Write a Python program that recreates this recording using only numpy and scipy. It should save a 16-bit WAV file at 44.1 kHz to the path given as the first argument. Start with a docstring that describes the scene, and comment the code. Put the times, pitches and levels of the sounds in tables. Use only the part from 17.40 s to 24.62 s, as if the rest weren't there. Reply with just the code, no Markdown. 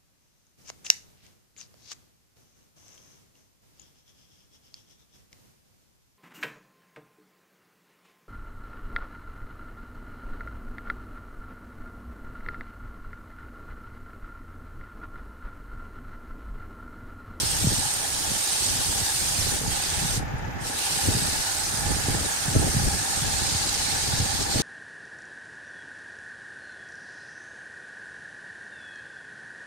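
"""In a workshop a wood lathe drones while sandpaper hisses on a spinning bowl, is lifted once and put back.
Sanding is a dense hail of uneven scratches, filtered by grit, hand pressure and place on the bowl.
The lathe is filtered noise, resonances throbbing twice a turn, and faint whines; one thin tick is heard.
A draught at two microphone ports is lumpy low noise with single swings of pressure that fall in pitch."""
import sys
import numpy as np
from scipy import signal
from scipy.fft import rfft, irfft, next_fast_len
from scipy.io import wavfile
from scipy.ndimage import uniform_filter1d

SR = 44100
rng = np.random.default_rng(int(sys.argv[2]) if len(sys.argv) > 2 else 0)


def bounce(signal):
    """Save signal as a 16-bit WAV file at the path given by the first command-line argument."""
    frames = np.transpose(np.atleast_2d(signal))
    limited = np.clip(frames, -1, 1)
    pcm = np.round(limited * 32767).astype(np.int16)
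    wavfile.write(sys.argv[1], SR, pcm)


N = 318395
SIZE = next_fast_len(N)  # transform length

# Contacts of paper and wood: down_s, lifted_s
CONTACTS = [(-1, 2.766), (3.212, 9)]
# Pressure of the hand, as base level of the hiss: time_s, level_db
PRESSURE = [(0, -29.7), (.4, -30), (.62, -33.8), (.88, -32), (1.03, -27.8), (1.2, -27.5), (1.5, -30.5),
            (2.05, -30), (2.45, -30), (2.8, -31), (3.26, -31), (3.52, -28.3), (3.95, -31.5), (4.45, -35.5),
            (4.75, -31.5), (5.0, -34), (5.6, -34.2), (5.9, -31.8), (6.45, -29.5), (6.8, -32.5), (7.0, -31),
            (7.22, -28.5)]
# Brief dips of the hiss, including the soft start of the landing:
# time_s, depth_db, half_length_s (Gaussian sigma), fizz_kept_db
HISS_DIPS = [(2.235, -8, .04, 4.5), (3.215, -12, .027, -1), (3.325, -5.5, .035, 0), (7.075, -4, .02, 0)]
# Spectrum of the grit, relative: frequency_hz, density_db (per Hz)
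GRIT_SPECTRUM = [(300, -35), (1000, -11), (2000, -9.5), (3000, -5.5), (4500, -2.5), (6500, -4), (7800, -6),
                 (8200, -5), (9200, -6.5), (9800, -8), (11000, -9), (13000, -14), (15500, -23.5)]
# Bands of body, scratch, rasp and fizz: centre_hz, width (log ratio), share of pressure changes ignored (0-1)
HISS_BANDS = [(1500, .3, .9), (4300, 0.15, .1), (6900, 0.16, .1), (11000, 0.7, .6)]
# Colour as the paper travels over the bowl: time_s, body_db, scratch_db, rasp_db, fizz_db
TRAVEL_COLOUR = [(0, -3, 0, 1, 2.5), (1.1, -3, .5, 1.5, 2), (1.9, -1, 0, .5, 4), (2.4, 1, .5, 2, 0),
                 (3.6, 2, 0, 0, 2), (4.3, 4, 2.5, 2, 1.5), (4.75, 5, 0, 3, -.5), (5.3, 6, 1, 3, 1.5),
                 (6.1, 2, 4.5, 5, -1), (7.22, 1, 3, 4, -1.5)]
# Spectrum of motor, belt and bearings, relative: frequency_hz, density_db (per Hz)
DRONE_SPECTRUM = [(150, -53), (250, -11.5), (400, -13), (620, -12.5), (900, -10), (1050, -15.5),
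                  (1450, -12.5), (2000, -15), (3950, -28.5), (6820, -34), (9000, -45), (10300, -48),
                  (12700, -38), (13200, -66)]
# Resonances of the lathe: frequency_hz, width_hz (before WIDTH_SCALE), relative_peak_db
LATHE_MODES = [(797, 84, -2), (880, 88, -11), (1475, 64, -12.5), (1670, 86, -10.5), (1773, 89, -10.5),
               (2580, 66, -18.5), (5010, 130, -20), (5970, 130, -19), (6680, 90, -21), (6900, 90, -22)]
# Loudness of the resonances together: time_s, level_db
MODE_LEVEL = [(0, -41), (1.5, -41), (3.0, -40), (3.8, -37.5), (5.0, -36.5), (7.22, -36)]
# Whines of the drive: frequency_hz, level_db (before flutter)
WHINES = [(10907, -75), (12016, -65.5), (12801, -80)]
# Strength of the draught: time_s, level_db (before lumps), boost_above_200_hz_db (before flicker)
DRAUGHT_STRENGTH = [(0, -34.5, -4), (.12, -35, -5), (.3, -27.5, -1), (.52, -42, -8), (.78, -40.5, 2),
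                    (.9, -33, -4), (1.07, -46, 2), (1.27, -36.5, 0), (1.57, -35, 0), (1.72, -43.5, -5),
                    (2.03, -31.5, -3), (2.15, -37, 0), (2.26, -32.5, -2), (2.44, -40, 0), (2.6, -32.5, -1),
                    (2.82, -30, -4), (3.05, -31, -7), (3.25, -36, 0), (3.4, -46, 6), (3.6, -40, 2),
                    (3.72, -33, 5), (3.93, -34, 0), (4.08, -45, -2), (4.5, -29.5, -3), (4.62, -35, 0),
                    (4.74, -29, 4), (4.96, -46, 2), (5.19, -24, 3), (5.3, -28.5, 0), (5.47, -26, -7),
                    (5.66, -42, 4), (5.87, -32, -3), (6.1, -35, 2), (6.22, -39, 0), (6.62, -36, 2),
                    (6.77, -29, -2), (6.9, -35.5, -3), (7.1, -36.5, 4), (7.22, -29, 7)]
# Spectrum of the turbulence, relative: frequency_hz, density_db (per Hz)
TURBULENCE_SPECTRUM = [(8.8, -43), (15, -8), (86, -0.5), (286, -10.5), (521, -17.5), (650, -18), (840, -49),
                       (1430, -120)]
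# Single buffets: start_s, envelope_peak_db, settled_pitch_hz, snap_db (re swing), left_over_right_db
BUFFETS = [(0.241, -18.5, 140, -24, 0), (0.268, -18.5, 100, -5, 4), (1.613, -26.5, 94, -18, -4),
           (1.984, -25, 80.7, -24, -5), (2.275, -22, 99, -10, 1), (2.647, -26, 117, -20, 1.5),
           (2.773, -20.5, 96.9, -19, 0.5), (2.936, -23, 99.6, -24, -0.5), (3.673, -19, 74.4, -21, 5),
           (3.684, -18.5, 82, -1.5, -1), (3.747, -23, 101, -12, 0.0), (3.817, -24, 133, -7, 0.5),
           (4.516, -20.5, 61.9, -13, -5), (4.682, -20.5, 90, -1, 1), (4.749, -25.5, 96, -8, 7),
           (5.079, -21.5, 105, -17, -2), (5.16, -9.5, 77.5, -6, 0.5), (5.193, -22, 91.5, -9, -3),
           (5.346, -19, 85, -22, -1.0), (5.362, -20, 107, -19, -1), (5.398, -21.5, 111, -9.5, 1),
           (5.818, -23.5, 103, -18, 2), (6.147, -23, 78.1, -18, 0.5), (6.734, -21.5, 83.4, -23, -6),
           (6.798, -18.5, 85, -14, 4), (7.155, -25, 98, -0.5, 1)]
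# Treble resonance of the right port: frequency_hz, gain_db
RIGHT_PORT = [(7940, 0), (8030, 6.5), (9350, 6), (9850, 0)]

LAND_DB_PER_S, LIFT_DB_PER_S = 1000, 360  # slopes at which the hiss comes and goes
USUAL_PRESSURE_DB = -31
TURNS_PER_S = 17.7
DRONE_DB = -38.5
WIDTH_SCALE = 1.22  # table width to full width at half amplitude
TICK_S, TICK_DB, TICK_DECAY_S = 2.983, -51, 0.059  # decay time to -60 dB
BAND_LIMIT_HZ = 15740


def gain_of(db):
    """Decibel law: amplitude ratio of a level."""
    return 10 ** (np.asarray(db) / 20)


def evened(x):
    """Normalisation: scales a signal to rms 1."""
    return x / np.sqrt(np.mean(x ** 2) + 1e-20)


def noise():
    """White noise: equal power per hertz, independent in two channels."""
    return rng.standard_normal((2, N))


def read(points, hz):
    """Interpolation of a spectrum on a logarithmic frequency axis."""
    f, value = np.transpose(points)
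    return np.interp(np.log(hz + 1), np.log(f + 1), value)


def coloured(x, points):
    """Linear filtering: multiplies the spectrum of x by the points' gains, then sets rms 1."""
    gains = gain_of(read(points, np.fft.rfftfreq(SIZE, 1 / SR)))
    return evened(irfft(rfft(x, SIZE) * gains, SIZE)[..., :N])


def wander(seconds, channels=2):
    """Low-pass fluctuation: noise averaged twice over the given time, rms 1."""
    span = max(round(seconds * SR), 1)
    once = uniform_filter1d(rng.standard_normal((channels, N)), span)
    return evened(uniform_filter1d(once, span))


def spin(order):
    """Periodicity of rotation: a cosine at a multiple of the spindle speed."""
    return np.cos(2 * np.pi * order * TURNS_PER_S * np.arange(N) / SR + 2 * np.pi * rng.random())


def hand(t):
    """Contact force: pressure level, dips with landing and lifting, and fizz kept in the dips, all in dB."""
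    s, depth_db, half_s, kept_db = np.transpose(HISS_DIPS)
    dips = np.exp(-.5 * ((t[:, None] - s) / half_s) ** 2)
    fades = []
    for down, lifted in CONTACTS:
        landing = LAND_DB_PER_S * (t - down)
        lifting = LIFT_DB_PER_S * (lifted - t)
        fades.append(np.minimum(np.minimum(landing, lifting), 0))
    pressure_db = np.interp(t, *np.transpose(PRESSURE))
    return pressure_db, dips @ depth_db + np.max(fades, axis=0), dips @ kept_db


def sanding():
    """Abrasion noise: grit tears fibres in a hail of scratches; grain and run-out pulse with each turn."""
    hail = noise() * gain_of(1.87 * np.minimum(rng.exponential(1, N), 4))
    edge_band = signal.butter(1, [53, 64], "bandpass", fs=SR, output="sos")
    flutter = evened(signal.sosfilt(edge_band, rng.standard_normal(N)))  # the paper's free edge
    turn_db = .35 * spin(order=1) + .25 * spin(order=2)
    pulse_db = turn_db + .45 * flutter + 0.18 * wander(.03, channels=1)
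    scratches = coloured(hail, GRIT_SPECTRUM) * gain_of(pulse_db)
    hz, t, z = signal.stft(scratches, SR, nperseg=512, noverlap=384)

    s, *columns = np.transpose(TRAVEL_COLOUR)
    *bands_db, fizz_db = (np.interp(t, s, c) for c in columns)
    pressure_db, dips_db, kept_db = hand(t)
    bands_db = bands_db + [fizz_db + kept_db]
    field_db = pressure_db + dips_db
    for (centre, width, ignored), band_db in zip(HISS_BANDS, bands_db):
        weight = np.exp(-.5 * (np.log((hz + 1) / centre) / width) ** 2)[:, None]
        field_db = field_db + weight * (band_db + ignored * (USUAL_PRESSURE_DB - pressure_db))

    # axis 1 is frequency, axis 2 is time
    across = uniform_filter1d(rng.standard_normal(z.shape), 7, 1)
    patches = evened(uniform_filter1d(across, 110, 2))  # the paper flexes
    # random brief narrow-band unevenness of the hiss
    streaks = evened(uniform_filter1d(rng.standard_normal(z.shape), 9, 2))
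    sides_db = np.array([-.4, .4])[:, None, None]  # the work stands a little to the right
    z = z * gain_of(field_db + 0.84 * patches + 4.14 * streaks + sides_db)
    return signal.istft(z, SR, nperseg=512, noverlap=384)[1][:, :N]


def drone():
    """Broadband machine noise: motor, belt and bearings as noise of a steady spectrum."""
    return gain_of(DRONE_DB) * coloured(noise(), DRONE_SPECTRUM)


def resonances():
    """Modal resonance: noise that swells twice a turn excites the narrow modes of the lathe."""
    hz = np.fft.rfftfreq(SIZE, 1 / SR)
    modes = sum(gain_of(db) / (1 + (2 * (hz - f) / (WIDTH_SCALE * w)) ** 2) for f, w, db in LATHE_MODES)
    knocks_db = 3.3 * spin(order=2) + 1.82 * wander(0.026, channels=1) + 2.6 * wander(0.041)
    knocks = noise() * gain_of(knocks_db)
    rung = evened(irfft(rfft(knocks, SIZE) * modes, SIZE)[:, :N])
    return rung * gain_of(np.interp(np.arange(N) / SR, *np.transpose(MODE_LEVEL)))


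def whines():
    """Phase and amplitude modulation: thin tones of the drive waver together and flutter in level."""
    t = np.arange(N) / SR
    waver = 1.3 * wander(.006)  # radians
    tones = sum(gain_of(db) * np.sqrt(2) * np.sin(2 * np.pi * f * t + waver) for f, db in WHINES)
    return tones * gain_of(2.8 * wander(.015))


def lathe():
    """Superposition of the lathe's broad drone, its throbbing resonances and its whines."""
    return drone() + resonances() + whines()


def draught():
    """Turbulent pressure: the ports share part of the low noise; the upper part flickers."""
    s, *columns = np.transpose(DRAUGHT_STRENGTH)
    level_db, bright_db = (np.interp(np.arange(N) / SR, s, c) for c in columns)
    shared, *own = rng.standard_normal((3, N))
    smooth = signal.butter(2, 200, fs=SR, output="sos")
    mixed = 0.71 * signal.sosfiltfilt(smooth, shared) + np.array(own)
    air = coloured(mixed, TURBULENCE_SPECTRUM)
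    low = signal.sosfiltfilt(smooth, air)
    flicker_db = 4.0 * wander(0.011, channels=1)
    high = gain_of(bright_db + flicker_db) * (air - low)
    lumps_db = 1.8 * wander(.015, channels=1) + 2.2 * wander(.015)
    return (low + high) * gain_of(level_db + lumps_db)


def buffets():
    """Transient pressure pulses: a short swing falling in pitch, with a quicker falling snap."""
    out, t = np.zeros((2, N + SR)), np.arange(SR // 10) / SR
    chance = rng.random((len(BUFFETS), 2))
    # both envelopes peak at 1, after 7 ms and 2.5 ms
    swing_envelope = t / .007 * np.exp(1 - t / .007)
    snap_envelope = t / .0025 * np.exp(1 - t / .0025)
    snap_cycles = 200 * t + 1.26 * (1 - np.exp(-t / 0.0041))  # falls from about 507 to 200 Hz
    for (s, db, hz, snap_db, pan_db), (phase, skew) in zip(BUFFETS, chance):
        start = 2 * np.pi * (phase + np.outer([.5, -.5], .5 * (skew - .5)))  # the ports are not quite in step
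        swing_cycles = hz * (t + .007 * (1 - np.exp(-t / .005)))  # starts at 2.4 times its settled pitch
        swing = np.sin(2 * np.pi * swing_cycles + start) * swing_envelope
        snap = np.sin(2 * np.pi * snap_cycles + start) * snap_envelope
        sides = gain_of(db + np.outer([.5, -.5], pan_db))
        at = round(s * SR)
        out[:, at:at + len(t)] += sides * (swing + gain_of(snap_db) * snap)
    return out[:, :N]


def tick():
    """Exponential decay: one faint burst of treble noise while the paper is off the wood."""
    after = np.arange(N) / SR - TICK_S
    spectrum = [(5000, -25), (8500, -3), (11300, 0), (12500, -25), (13500, -60)]  # Hz, relative dB
    decay = (after > 0) * gain_of(-60 * np.clip(after, 0, 1) / TICK_DECAY_S)
    return gain_of(TICK_DB) * coloured(noise(), spectrum) * decay


def scene():
    """Superposition: the pressures of all sources add."""
    return sanding() + lathe() + draught() + buffets() + tick()


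def record(dry):
    """Linear reception: the right port colours the treble, then a low-pass filter limits the band."""
    port_db = read(RIGHT_PORT, np.fft.rfftfreq(SIZE, 1 / SR))
    ring = gain_of(np.outer([0, 1], port_db))  # left flat, right ringing
    heard = irfft(rfft(dry, SIZE) * ring, SIZE)[:, :N]
    low_pass = signal.firwin(2047, BAND_LIMIT_HZ, window=("kaiser", 9), fs=SR)
    return signal.oaconvolve(heard, low_pass[None], "same")


dry = scene()
out = record(dry)
bounce(out)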